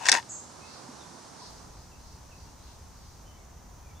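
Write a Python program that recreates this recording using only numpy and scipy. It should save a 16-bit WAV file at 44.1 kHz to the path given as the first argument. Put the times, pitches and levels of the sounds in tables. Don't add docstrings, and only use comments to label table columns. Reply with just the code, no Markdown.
import sys
import numpy as np
from scipy import signal
from scipy.fft import rfft, irfft, next_fast_len
from scipy.io import wavfile
from scipy.ndimage import uniform_filter1d, minimum_filter1d, map_coordinates

SR = 44100
rng = np.random.default_rng(int(sys.argv[2]) if len(sys.argv) > 2 else 0)


def bounce(signal):
    frames = np.transpose(np.atleast_2d(signal))
    limited = np.clip(frames, -1, 1)
    pcm = np.round(limited * 32767).astype(np.int16)
    wavfile.write(sys.argv[1], SR, pcm)


N = 176400


def amp(db):
    return 10 ** (np.asarray(db) / 20)


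def unit(x):
    return x / np.sqrt(np.mean(x ** 2) + 1e-20)


def along(points, hz):
    f, v = np.transpose(points)
    return np.interp(np.log(hz + 1), np.log(f + 1), v)


def level(points):
    return amp(np.interp(np.arange(N) / SR, *np.transpose(points)))


def pan(db):
    g = amp(np.array([[db], [-db]]) / 2)
    return g / g.mean()


def filtered(x, response):
    n = x.shape[-1]
    m = next_fast_len(n + min(n, SR // 4))
    return irfft(rfft(x, m) * response(np.fft.rfftfreq(m, 1 / SR)), m)[..., :n]


def coloured(x, colour):
    return filtered(x, lambda f: amp(along(colour, f)))


def resonate(x, peaks):
    return filtered(x, lambda f: sum((-1) ** k * amp(db) * 1j * f * w / (c * c - f * f + 1j * f * w)
                                     for k, (c, w, db) in enumerate(peaks)))


def steady(x, size):
    return x / np.sqrt(np.abs(uniform_filter1d(x.mean(0) ** 2, size)) + 1e-20)


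def near_noise(size, width=0.42):
    mid, side = rng.standard_normal((2, size))
    return np.array([mid + width * side, mid - width * side])


def diffuse_noise(colour):
    # frequency in Hz, left-right correlation.
    likeness = [(40, 0.92), (90, 0.95), (180, 0.8), (350, 0.33), (1000, 0.52), (4000, 0.6), (12000, 0.24)]

    def mid_side(hz):
        angle = np.arccos(np.clip(along(likeness, hz), -1, 1)) / 2
        return amp(along(colour, hz)) * [np.cos(angle), np.sin(angle)]
    mid, side = filtered(rng.standard_normal((2, N)), mid_side)
    return np.array([mid + side, mid - side]) / mid.std()


def wobble(rate_hz):
    knots = rng.standard_normal(int(N * rate_hz / SR) + 4)
    return map_coordinates(knots, [np.arange(N) * rate_hz / SR])


def add(out, start_s, x):
    i = max(round(start_s * SR), 0)
    out[..., i:i + x.shape[-1]] += x[..., :max(N - i, 0)]


def echo(x, t60_s):
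    t = np.arange(SR // 2) / SR
    tail = rng.standard_normal((2, len(t))) * amp(-60 * t / t60_s)
    return signal.fftconvolve(np.atleast_2d(x), tail / np.linalg.norm(tail[0]), axes=1)[:, :N]


def slide(steel_modes, slips_per_s=3000):
    # time in seconds, level in dB.
    scrape_level = [(0, -51), (.024, -43.5), (.051, -40.5), (.056, -38.5), (.072, -29), (.081, -32),
                    (.098, -29), (.104, -37.5), (.113, -48), (.121, -32), (.135, -27.5), (.146, -25.5),
                    (.158, -31.5), (.174, -33), (.19, -40), (.205, -48), (.215, -61), (.24, -92)]
    hollow_level = [(0, -57), (.011, -40.5), (.04, -44), (.06, -48.5), (.092, -33.5), (.112, -42.5),
                    (.13, -33), (.141, -28.5), (.162, -33), (.178, -29.5), (.19, -32.5), (.21, -57),
                    (.24, -93)]
    stock_level = [(0, -60), (.06, -62), (.09, -53), (.11, -51), (.128, -39), (.16, -41.5), (.2, -65),
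                   (.24, -95)]
    # frequency in Hz, gain in dB.
    scrape_colour = [(88, -49.5), (150, -20), (624, -14.5), (936, -1.5), (1270, -11.5), (1840, -3.5),
                     (2140, -11), (2860, -7), (3210, -18.5), (3970, -9.5), (4370, -17.5), (5950, -14),
                     (6430, -12), (8750, -22), (15000, -51.5)]
    stock_colour = [(120, -20), (260, -5), (500, -2), (700, -15), (1200, -43)]
    # centre in Hz, width in Hz, gain in dB.
    hollow_modes = [(766, 37, -10), (892, 26, -1), (955, 52, -2)]
    slips = near_noise(N) * (rng.random(N) < slips_per_s / SR) * amp(3 * rng.standard_normal(N))
    scrape = unit(coloured(slips, scrape_colour)) + amp(1) * unit(resonate(slips, steel_modes))
    hollow = level(hollow_level) * steady(resonate(near_noise(N), hollow_modes), size=600)
    stock = level(stock_level) * steady(coloured(near_noise(N), stock_colour), size=900)
    return level(scrape_level) * steady(scrape, size=400) + hollow + stock


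def blows(steel_modes):
    # start in seconds, contact in seconds, snap in dB, snap cutoff in Hz,
    # knock delay in seconds, knock in dB, left over right in dB.
    impacts = [(0.0551, 0.0031, -27.5, 7000, 0.0006, -20.5, -1),
               (0.0643, 0.0078, -30.5, 7450, 0.0011, -24, 5), (0.0857, 0.0024, -15, 7500, 0.0018, -5, -2),
               (0.0918, 0.0023, -17.5, 10000, 0.00027, -25, 14),
               (0.0941, 0.0024, -14.5, 7100, 0.0008, -15, 0.5),
               (.1170, 0.0011, -5.5, 10400, 0.001, -25, -1.5),
               (0.1189, 0.0019, -13.5, 9600, .0003, -34, -2.5),
               (0.1257, 0.0017, -14, 6200, .001, -9.5, -0.5), (0.1392, .002, -29, 8500, .001, -27, 0),
               (0.1428, 0.0018, -27, 8500, .001, -29, 2), (.164, .002, -33.5, 8000, .001, -30, 0),
               (.1501, 0.0018, -27, 8500, .0008, -14, 3.5), (.1715, 0.0016, -31, 7500, .0008, -18.5, -4),
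               (0.1836, 0.0012, -41, 6000, 0.00039, -26, -1), (0.1986, 0.0022, -46, 4000, 0.00043, -37, -1),
               (.2264, 0.0033, -48, 3500, 0.00079, -44, 0)]
    # frequency in Hz, gain in dB.
    snap_colour = [(300, -21), (900, -13), (2000, -13), (3100, -12.5), (3500, -4.5), (4350, -5.5),
                   (4900, 4), (5500, -0.5), (6400, -2.5), (8000, -3), (9500, -7.5), (11500, -23.5),
                   (15000, -27)]
    # frequency in Hz, level in dB, T60 in seconds.
    action_modes = [(506, -28.5, 0.036), (921, -18.5, 0.021), (1598, -16, 0.053), (1828, 1, 0.018),
                    (1840, -22.5, .1), (2070, -6, 0.012), (2584, -15, 0.035), (3386, -13.5, 0.012)]
    snap_rise_s, snap_fall_s, knock_rise_s = 0.00041, 0.00054, 0.00052
    out, t = np.zeros((2, N)), np.arange(SR // 16) / SR
    for start_s, contact_s, snap_db, top_hz, delay_s, knock_db, pan_db in impacts:
        envelope = np.minimum(t / snap_rise_s, 1) * np.exp(-np.maximum(t - contact_s, 0) / snap_fall_s)
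        grit = filtered(near_noise(len(t)),
                        lambda f: amp(along(snap_colour, f)) / np.sqrt(1 + (f / top_hz) ** 8))
        snap = amp(snap_db) * envelope * steady(grit, size=60) * pan(pan_db)
        add(out, start_s, snap + amp(1) * resonate(snap, steel_modes))
        ring = np.zeros(len(t))
        for hz, db, t60_s in action_modes:
            decay = amp(db + rng.normal(0, 2.1) - 60 * t / t60_s)
            detuned_hz = hz * (1 + rng.normal(0, 0.0071))
            ring += decay * np.sin(2 * np.pi * detuned_hz * t + rng.normal(0, 0.83))
        knock = amp(knock_db) * ring * (1 - np.exp(-t / knock_rise_s))
        add(out, start_s + delay_s, knock * pan(pan_db))
    return out


def rifle(low_cut_hz=290):
    # centre in Hz, width in Hz, gain in dB.
    steel_modes = [(1650, 33, -9), (1822, 70, 3), (2620, 92, -0.5), (2900, 52, 1), (3490, 85, -6),
                   (4200, 76, -3), (4780, 59, -5), (5160, 39, 0.5), (5750, 56, -7), (6370, 140, -3),
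                   (6670, 94, -3.5), (7320, 130, -7), (7900, 74, -11), (8720, 53, -7.5)]
    # frequency in Hz, left over right in dB.
    balance = [(150, -2.5), (450, 10), (900, 9), (1800, 7.5), (3000, 0), (5000, 1.5), (7500, 3),
               (10000, 8.5), (14000, 3)]

    def radiation(f):
        sides = amp(along(balance, f) * np.array([[1], [-1]]) / 2)
        return sides / sides.mean(0) * f ** 2 / np.hypot(f ** 2, low_cut_hz ** 2)
    return filtered(blows(steel_modes) + slide(steel_modes), radiation)


def garden():
    # frequency in Hz, gain in dB.
    air_colour = [(30, -31), (50, 0), (70, 8), (130, 8), (200, 5), (320, 0.5), (600, -1.5), (950, 1.5),
                  (1400, -6.5), (2000, -12.5), (3000, -20), (6000, -40), (15000, -42)]
    breeze_colour = [(50, -27), (130, 0.5), (260, 1.5), (500, -2.5), (950, 0.5), (1400, -5.5), (2200, -16),
                     (4000, -25), (10000, -45)]
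    leaf_colour = [(1500, -15), (3200, -10), (4100, -4), (5000, -1.5), (6200, 0), (7200, -5.5), (9000, -7),
                   (11000, -18.5), (15000, -36)]
    hiss_colour = [(1500, -15.5), (3200, -11), (4200, -8.5), (5300, -5.5), (6000, 1.5), (6800, -3),
                   (8000, -11.5), (10000, -15.5), (15000, -23)]
    rumble_colour = [(15, -13), (35, -3.5), (55, 1), (75, -1.5), (110, -8.5), (180, -18.5), (400, -41)]
    # time in seconds, level in dB.
    breeze_level = [(0, -55), (.3, -55.5), (.9, -51.5), (1.4, -54), (1.65, -56), (1.9, -70), (4, -89.5)]
    leaf_level = [(0, -54.5), (.5, -56.5), (.75, -55.5), (1.4, -55.5), (1.6, -57.5), (1.8, -64), (2.7, -63),
                  (3.4, -70), (4, -83)]
    rumble_level = [(0, -85), (1.4, -77.5), (1.5, -54), (1.8, -51.5), (4, -51)]
    air = amp(-55 + 0.48 * wobble(9)) * diffuse_noise(air_colour)
    breeze = level(breeze_level) * amp(0.51 * wobble(11.76)) * diffuse_noise(breeze_colour) * pan(-9)
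    leaves = level(leaf_level) * amp(0.54 * wobble(10)) * diffuse_noise(leaf_colour)
    hiss = amp(-62.5 + 0.29 * wobble(3.95)) * diffuse_noise(hiss_colour)
    rumble = level(rumble_level) * amp(1.1 * wobble(7)) * diffuse_noise(rumble_colour)
    return air + breeze + leaves + hiss + rumble


def near_bird(start_s=0.288, length_s=0.12):
    pitch_hz, fall_hz, swing_hz, buzz_hz = 7200, 353, 670, 212
    t = np.arange(N) / SR - start_s
    progress = np.clip(t / length_s, 0, 1)
    buzz = np.cos(2 * np.pi * buzz_hz * t + 0.77 * wobble(300))
    hz = pitch_hz - fall_hz * progress + swing_hz * buzz
    envelope = np.minimum(progress / 0.094, 1) * np.sqrt(1 - progress)
    call = envelope * np.sin(2 * np.pi * np.cumsum(hz) / SR)
    return amp(-38.5) * pan(-2) * (call + amp(1) * echo(call, t60_s=0.47))


def far_birds():
    # start in seconds, length in seconds, first and last pitch in Hz, level in dB.
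    chirps = [(0.592, 0.12, 2480, 2724, -60), (.55, 0.17, 2170, 2100, -65), (.97, .08, 4080, 3230, -59.5),
              (1.913, .025, 2790, 2560, -60), (2.311, 0.024, 2830, 2450, -58),
              (2.454, 0.049, 2750, 2750, -71), (2.645, 0.11, 2790, 2700, -71.5),
              (3.259, 0.058, 3080, 3030, -62.5), (3.362, 0.072, 2295, 2080, -67),
              (3.82, .11, 2520, 2220, -68), (3.95, .03, 3460, 3530, -63.5)]
    out = np.zeros(N)
    for start_s, length_s, start_hz, end_hz, db in chirps:
        progress = np.linspace(0, 1, int(length_s * SR))
        hz = start_hz + (end_hz - start_hz) * progress
        envelope = np.sqrt(np.abs(np.sin(np.pi * progress)))
        add(out, start_s, amp(db) * envelope * np.sin(2 * np.pi * np.cumsum(hz) / SR))
    return out + amp(1.5) * echo(out, t60_s=0.36)


def handling(rustle_octaves=0.29, bump_rise_s=0.003, tick_t60_s=0.012):
    # peak time in seconds, half length in seconds, centre in Hz, level in dB.
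    rustles = [(0.744, .07, 4570, -53), (1.45, 0.047, 4700, -50.5), (1.557, .07, 4900, -60),
               (1.8, 0.067, 5000, -61), (2.098, .06, 5000, -60), (2.42, 0.073, 4900, -61.5),
               (2.693, 0.066, 4170, -61.5), (3.063, 0.096, 4830, -62)]
    # start in seconds, pitch in Hz, T60 in seconds, level in dB.
    bumps = [(.888, 255, 0.058, -33.5), (1.258, 250, 0.038, -43), (1.417, 980, .1, -39.5)]
    # start in seconds, level in dB.
    ticks = [(1.428, -59), (1.506, -55)]
    out = np.zeros((2, N))
    t = np.arange(SR // 2) / SR - 0.25
    for peak_s, half_s, hz, db in rustles:
        band = filtered(rng.standard_normal((2, len(t))),
                        lambda f: np.exp(-(np.log2((f + 1) / hz) / rustle_octaves) ** 2 / 2))
        add(out, peak_s + t[0], amp(db) * unit(band) * np.exp(-(t / half_s) ** 2 / 2))
    t = np.arange(SR // 4) / SR
    for start_s, hz, t60_s, db in bumps:
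        envelope = amp(db - 60 * t / t60_s) * (1 - np.exp(-t / bump_rise_s))
        add(out, start_s, envelope * np.sin(2 * np.pi * hz * t))
    t = np.arange(SR // 50) / SR
    for start_s, db in ticks:
        add(out, start_s, amp(db - 60 * t / tick_t60_s) * rng.standard_normal((2, len(t))))
    return out


def scene():
    gun = rifle()
    return gun + amp(-14) * echo(gun, t60_s=0.05) + near_bird() + far_birds() + handling() + garden()


def record(dry, ceiling=0.93, smooth_samples=40, top_hz=15600):
    max_gain = np.minimum(1, ceiling / (np.abs(dry) + 1e-9))
    gain = uniform_filter1d(minimum_filter1d(max_gain, 2 * smooth_samples), smooth_samples)
    return filtered(dry * gain, lambda hz: hz < top_hz)


dry = scene()
out = record(dry)
bounce(out)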